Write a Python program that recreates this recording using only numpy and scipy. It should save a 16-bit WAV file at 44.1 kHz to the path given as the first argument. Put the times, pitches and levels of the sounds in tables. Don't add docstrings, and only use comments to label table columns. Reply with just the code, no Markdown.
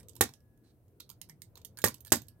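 import sys
import numpy as np
from scipy import signal
from scipy.io import wavfile
from scipy.ndimage import map_coordinates

SR = 44100
rng = np.random.default_rng(int(sys.argv[2]) if len(sys.argv) > 2 else 0)


def elevation(decibels):
    levels = np.asarray(decibels, float)
    return 10 ** (levels / 20)


def unload_audio(sound):
    columns = np.transpose(np.atleast_2d(sound))
    steps = np.round(np.clip(columns, -1, 1) * 32767)
    wavfile.write(sys.argv[1], SR, steps.astype(np.int16))


N = 105840

# f/Hz, density level/dB (per Hz)
RUMBLE_SPECTRUM = [(15, -39), (25, -15), (108, 4.5), (172, -7.5), (468, -13), (818, -28), (1540, -35),
                   (1730, -48.5), (2500, -52), (3250, -71), (5500, -120)]
# t/s, level/dB
RUMBLE_SWELL = [(0.0, -55), (0.23, -60.5), (0.41, -61.5), (0.79, -63), (1.79, -58.5), (2.0, -59.5),
                (2.4, -58)]
# f/Hz, likeness/1
PORT_LIKENESS = [(22, 0), (60, .9), (180, .9), (550, 0.8), (1650, 0), (5000, 0)]
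# f/Hz, density level/dB (per Hz)
HISS_SPECTRUM = [(1500, -2), (4000, -10.5), (8500, -9.5), (11000, -2), (14500, -2.06), (16500, -3.0)]
# f/Hz, t60/s
ROOM_T60 = [(100, 0.33), (300, 0.1), (1000, 0.11), (4000, 0.14), (8000, 0.1), (14000, 0.091)]
# f/Hz, share/1
ROOM_OWN_SHARE = [(60, 0.21), (150, 0.46), (500, 0.94), (2000, 1), (8000, .9)]
# f/Hz, width/Hz, level/dB
RUB_RESONANCES = [(4100, 300, 0.5), (5300, 1300, -6.5), (8000, 220, -8.5), (1427, 2800, -2.5)]
# t/s, level/dB, f/Hz
LOOSE_RINGS = [(1.572, -55, 955), (1.648, -39.5, 13600), (1.652, -47, 13600), (1.785, -50, 1640),
               (2.008, -43, 13600), (2.055, -53.5, 13500), (2.07, -54, 13400), (2.072, -56, 4700),
               (2.27, -71, 13600), (2.386, -74, 8800)]
# t/s, peak level/dB, low ring
# level/dB, f/Hz, low f/Hz
TICKS = [(0.0002, -50.5, -14, 8200, 1577), (0.006, -50, -12, 12000, 1900),
         (0.0303, -54.5, -20, 3840, 1055), (0.0843, -41.5, -71, 7900, 840),
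         (0.094, -42.5, -32, 7990, 1000), (0.133, -58.5, -34, 6000, 990),
         (0.1536, -43.5, -26, 13800, 900), (0.164, -38, -21.5, 6600, 980),
         (0.222, -20, -13.5, 6100, 1900), (0.238, -26.5, -24, 7500, 1610),
         (0.2908, -44, -8, 4650, 900), (0.337, -44.5, -20, 6230, 870),
         (0.4044, -64.5, -20.5, 6400, 1680), (0.575, -65, -19.5, 12950, 1713),
         (0.8806, -65, -41, 12440, 1083), (1, -41, -23, 4100, 1400), (1.0033, -35, -22, 4160, 1400),
         (1.092, -43.5, -19, 14500, 1090), (1.2148, -32.5, -25, 3820, 2066),
         (1.2894, -48.5, -16.5, 14560, 984), (1.2961, -38.5, -16, 8800, 2024),
         (1.419, -35.5, -19.5, 9040, 2103),
         (1.5549, -43, -21.5, 4130, 974), (1.6158, -52.5, -22.5, 4300, 1098),
              (1.6485, -34.5, -36.5, 12840, 870), (1.6516, -37, -28.5, 13960, 2000),
              (1.772, -40.5, -15.5, 4460, 1770), (1.778, -40, -16, 12500, 1620),
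              (1.9424, -37, -24, 11920, 990), (1.9814, -58, -14, 5940, 970),
              (2.0054, -42.5, -45, 13500, 972), (2.0491, -40, -22, 13530, 1790),
              (2.0692, -41.5, -15.5, 13460, 1720), (2.2186, -40, -19.5, 14280, 883),
              (2.268, -65, -31.5, 13300, 944), (2.2836, -40.5, -57.5, 12870, 1710),
         (1.1002, -36.5, -20, 14400, 1028), (1.113, -45.5, -15, 8000, 1357),
               (1.5711, -51.5, -4, 3630, 976), (1.575, -44, -15.5, 6000, 948),
               (1.787, -33, -13.5, 8400, 1575), (1.793, -47.5, -4.5, 4500, 1584),
               (1.818, -34.5, -36, 6250, 1600), (1.851, -24, -11.5, 13500, 1570),
               (1.856, -23.5, -17.5, 6000, 1810), (1.865, -22.5, -14, 9000, 1700),
               (1.874, -26.5, -8.5, 4500, 1036), (1.861, -22, -20.5, 12500, 1420),
               (1.883, -22.5, -23.5, 10300, 1410), (2.061, -42.5, -17.5, 11400, 1700),
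               (2.078, -44.5, -17.5, 4600, 1700), (2.1037, -48.5, -31, 6470, 1700),
               (2.13, -20, -12, 5710, 1070), (2.139, -29, -25.5, 7700, 1700),
               (2.157, -27.5, -24, 13450, 1090), (2.168, -31.5, -27.5, 13000, 1060),
               (2.392, -75, -37, 9220, 1075)]
# f/Hz, level/dB
LOCK_MODES = [(3000, -4.5), (3680, -4.5), (4220, -0.5), (5100, -1), (5850, 2), (6800, 0.5), (7750, -0.5),
              (8700, 0.5), (10100, -13), (11500, -0.5), (12500, -20), (13400, -2.5), (14500, -5),
              (15500, -11.5)]
# f/Hz, level/dB, t60/s
SHACKLE_MODES = [(900, -6, 0.016), (1470, -9.5, 0.0082), (1700, -2, 0.0066), (2024, -5.5, 0.0065),
                 (2339, -4, 0.02)]
# t/s, peak level/dB, thud level/dB, chatter length/s, brightest ring f/Hz
KNOCKS = [
    (0.2092, -4, 1.5, 0.0045, 12400),
    (1.8406, -7, 1.53, 0.0069, 13860),
    (2.12, -4.5, 1.7, 0.006, 7660),
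]
# f/Hz, level/dB, t60/s
FLOOR_SPOTS = [
    [(122, -5.5, 0.043), (250, -11.5, .04), (385, -7, 0.024), (494, 1.5, .03), (820, 5, 0.012),
     (1190, -3, 0.0075), (1200, -3, 0.0067), (1700, 3, 0.0086), (1930, 1.5, 0.0059), (2380, -14, .015)],
    [(110, -9.5, 0.18), (194, -4.5, 0.1), (319, -13.5, 0.029), (540, 12.5, 0.015), (870, -3, 0.06),
     (1166, -1, 0.05), (1400, -4, 0.02), (1700, 9, 0.0089), (1876, 2.5, 0.016), (2160, -21, 0.005)],
    [(122, -5, .13), (264, -27, 0.054), (383, 8, 0.032), (490, -11.5, 0.022), (725, 7, 0.02),
     (984, 7.5, 0.0079), (1570, 5, 0.011), (1700, 0.5, 0.0092), (1886, 2.5, 0.018), (2374, -22, .015)],
]

REBOUND_S, REBOUND_DB = [.0027, .0027, 0.0034], [-2, -10, -5.5]
SHACKLE_HUM_HZ, SHACKLE_HUM_DB, SHACKLE_HUM_T60_S = 1680, [-82.5, -95, -81.5], 5.8
HUM_HELD_S, HUM_DAMP_S = 0.39, 0.071

WANDER_DB, WANDER_PER_S = 3, 8
HISS_DB = -81.5
ROOM_DB, ROOM_ONSET_S, LATE_DB, LATE_T60_S = -8, 0.003, -31.5, 0.28
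RUB_S, RUB_LENGTH_S, RUB_DB = .635, .09, -78
KEY_T60_S, LOCK_T60_S, OWN_T60_S, LOW_OWN_T60_S = .04, .0035, .006, .018
CHATTER_PER_S, CHATTER_SPREAD_DB = 6000, 1
TICK_CHATTER_S, TICK_FALL_DB, TICK_DB, TICK_CRACK_DB = .004, 9, 6, 5
KNOCK_FALL_DB, KNOCK_DB, KNOCK_CRACK_DB, SECOND_DB = 4, 2, 5, -3.5
PITCH_WIDTH_OCT, PITCH_LIFT_DB = 0.33, 6.5
GRIP_DETUNE, GRIP_SPREAD_DB = .05, 1.3
LOCK_LOW_EDGE_HZ, LOW_DB = 2100, -4
THUD_DELAY_S, THUD_TO_ROOM_S, THUD_SPREAD_DB = .0002, .004, 1.5
BASS_CUT_HZ, ROOM_BASS_CUT_HZ = 85, 160
ECHO_S, ECHO_DB = .0012, -14.5
SHADOW_HZ, LEAK_HZ, LEAK_DB, LEAK_DIRECT_DB = 3550, 10515, -19, -2
RIGHT_LAG = 3
OVERLOAD, TOP_HZ = .8, 16000


def at_hz(points, hz):
    table_hz, values = np.transpose(points)
    return np.interp(np.log(hz), np.log(table_hz), values)


def rms_one(x):
    return x / np.sqrt(np.mean(x ** 2) + 1e-20)


def cut(x, hz, kind, order=2):
    return signal.sosfilt(signal.butter(order, hz, kind, fs=SR, output="sos"), x)


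def add(out, x, s):
    i = int(s * SR)
    out[:, i:i + x.shape[-1]] += x[..., :N - i]


def bands(size):
    edges = 22 * 2 ** np.arange(0, 9.9, .5)
    white = rng.standard_normal((2, 2, size))
    return [(np.sqrt(a * b), cut(white[k % 2], [a, b], "band"))
            for k, (a, b) in enumerate(zip(edges, edges[1:]))]


def wander(size):
    knots = rng.standard_normal(64)
    return map_coordinates(knots, [np.arange(size) / SR * WANDER_PER_S], order=3)


def rumble():
    settle = 8000
    out = 0
    for hz, (mid, side) in bands(N + settle):
        alike = np.clip(at_hz(PORT_LIKENESS, hz), 0, 1)
        treble_loss_db = 12 * max(np.log2(hz / 2500), 0)
        level_db = at_hz(RUMBLE_SPECTRUM, hz) + WANDER_DB * wander(N + settle) - treble_loss_db
        opposed = side * np.array([[1], [-1]])
        out = out + elevation(level_db) * (np.sqrt(1 + alike) * mid + np.sqrt(1 - alike) * opposed)
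    s, db = np.transpose(RUMBLE_SWELL)
    return rms_one(out[:, settle:]) * elevation(np.interp(np.arange(N) / SR, s, db) - 0.5)


def hiss():
    out = sum(elevation(at_hz(HISS_SPECTRUM, hz)) * noise for hz, noise in bands(N) if hz > 1000)
    return rms_one(out) * elevation(HISS_DB)


def room(x):
    t, tail = np.arange(SR // 2) / SR, 0
    for hz, (shared, own) in bands(len(t)):
        share = np.clip(at_hz(ROOM_OWN_SHARE, hz), 0, .99)
        dying = elevation(-60 * t / at_hz(ROOM_T60, hz)) + elevation(LATE_DB - 60 * t / LATE_T60_S)
        left = shared * np.sqrt(1 - share ** 2) + share * own
        tail = tail + dying * np.array([left, shared])
    tail = tail * (1 - np.exp(-(t / ROOM_ONSET_S) ** 2))
    tail = tail / np.sqrt(np.sum(tail[1] ** 2))
    return elevation(ROOM_DB) * signal.fftconvolve(x[None], tail, axes=1)[:, :N]


def rub():
    t = np.arange(N) / SR - RUB_S
    grains = rng.standard_normal(N) * rng.exponential(1, N)
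    tone = sum(elevation(db) * rms_one(cut(grains, [hz - width / 2, hz + width / 2], "band", order=1))
               for hz, width, db in RUB_RESONANCES)
    fade_in = np.clip(t / 0.0057, 0, 1)
    fade_out = np.clip((RUB_LENGTH_S - t) / 0.02, 0, 1)
    return elevation(RUB_DB) * tone * fade_in * fade_out


def rings(modes, lift_db, size=4096, sign=-1):
    hz, db, t60 = np.transpose(modes)[:, :, None]
    t = np.arange(size) / SR
    signs = sign ** np.arange(len(hz))[:, None]
    decay = elevation(db + lift_db[:, None] - 60 * t / t60)
    return np.sum(decay * np.sin(2 * np.pi * hz * t) * signs, axis=0)


def key():
    out = np.zeros((2, N))
    for s, db, hz in LOOSE_RINGS:
        add(out, rings([(hz, db, KEY_T60_S)], np.zeros(1)) * np.ones((2, 1)), s)
    return out


def chatter(length_s, fall_db):
    t = np.arange(800) / SR
    chance, size, side = rng.random((3, 800))
    clicks = (chance < CHATTER_PER_S / SR) * np.sign(side - .5)
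    clicks = clicks * elevation(-CHATTER_SPREAD_DB * np.log(size + 1e-3) - 5.5)
    clicks[0] = -1
    clicks = clicks * elevation(-fall_db * t / length_s) / (1 + (t / length_s) ** 8)
    return np.array([clicks, np.sqrt(np.sum(clicks ** 2)) * (t == 0)])


def clink(contact, db, low_db, hz, low_hz, crack_db=TICK_CRACK_DB):
    modes = np.array([(*mode, LOCK_T60_S) for mode in LOCK_MODES] + [(hz, -9, OWN_T60_S)])
    detune = np.append(rng.uniform(-2.3, 1, len(LOCK_MODES)), 0)
    modes[:, 0] *= 1 + GRIP_DETUNE * detune
    distance = np.log2(modes[:, 0] / hz) / PITCH_WIDTH_OCT
    lift_db = PITCH_LIFT_DB * np.exp(-distance ** 2) + GRIP_SPREAD_DB * rng.standard_normal(len(modes))
    body = rings(modes, lift_db)
    body = body / np.abs(body).max()
    body[:64] += elevation(crack_db) * cut(np.eye(1, 64)[0], 3600, "high")
    high = cut(signal.fftconvolve(contact, body[None], axes=1), LOCK_LOW_EDGE_HZ, "high", order=4)

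    low_modes = SHACKLE_MODES + [(low_hz, 6.5, LOW_OWN_T60_S)]
    shackle = rings(low_modes, GRIP_SPREAD_DB * rng.standard_normal(len(low_modes)))
    low = cut(signal.fftconvolve(contact, shackle[None], axes=1), 570, "high", order=3)
    high = high / np.abs(high[0]).max()
    low = low / np.abs(low[0]).max()
    return elevation(db) * (high + elevation(low_db + LOW_DB) * low)


def ticks():
    out = np.zeros((2, N))
    for s, db, low_db, hz, low_hz in TICKS:
        add(out, clink(chatter(TICK_CHATTER_S, TICK_FALL_DB), db + TICK_DB, low_db, hz, low_hz), s)
    return out


def floor_thud(spot):
    thud = rings(spot, THUD_SPREAD_DB * rng.standard_normal(len(spot)), size=16384, sign=1)
    thud = -cut(thud, 3000, "low", order=1)
    t = np.arange(len(thud)) / SR
    to_room = elevation(5.0) * thud * np.exp(-t / THUD_TO_ROOM_S)
    return np.array([thud, to_room]) / np.abs(thud).max()


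def shackle_hum(db):
    t = np.arange(SR) / SR
    finger_db = 5.0 * np.clip(t - HUM_HELD_S, 0, None) / HUM_DAMP_S
    return elevation(db - 60 * t / SHACKLE_HUM_T60_S - finger_db) * np.sin(2 * np.pi * SHACKLE_HUM_HZ * t)


def knocks():
    out = np.zeros((2, N))
    per_knock = zip(KNOCKS, SHACKLE_HUM_DB, FLOOR_SPOTS, REBOUND_S, REBOUND_DB)
    for (s, db, thud_db, length_s, hz), hum_db, spot, later_s, later_db in per_knock:
        first_db = db + KNOCK_DB
        first = clink(chatter(length_s, KNOCK_FALL_DB), first_db, -22.5, hz, 1300, KNOCK_CRACK_DB)
        add(out, first, s)
        second = clink(chatter(length_s, KNOCK_FALL_DB), first_db + SECOND_DB, -30.5, 7700, 1700,
                       KNOCK_CRACK_DB)
        add(out, second, s + later_s)
        thud = floor_thud(spot)
        add(out, elevation(thud_db - 9.0) * thud, s + THUD_DELAY_S)
        add(out, elevation(thud_db - 13.0 + later_db) * thud, s + THUD_DELAY_S + later_s)
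        add(out[:1], shackle_hum(hum_db), s)
    return out


def scene():
    direct, to_room = cut(knocks() + ticks() + key() + rub(), BASS_CUT_HZ, "high", order=4)
    wet = room(cut(to_room, ROOM_BASS_CUT_HZ, "high"))
    left = direct + wet[0] + elevation(ECHO_DB) * np.roll(direct, int(ECHO_S * SR))
    leak = cut(elevation(LEAK_DIRECT_DB) * direct + wet[0], LEAK_HZ, "high", order=3)
    left = cut(left, SHADOW_HZ, "low", order=4) + elevation(LEAK_DB) * leak
    right = np.roll(direct + wet[1], RIGHT_LAG)
    return np.array([left, right]) + rumble() + hiss()


def roll_off(x):
    return signal.sosfilt(signal.butter(12, 17130, fs=SR, output="sos"), x)


def record(dry):
    rounded = OVERLOAD * np.tanh(dry / OVERLOAD)
    return roll_off(cut(rounded, TOP_HZ, "low", order=30))


dry = scene()
out = record(dry)
unload_audio(out)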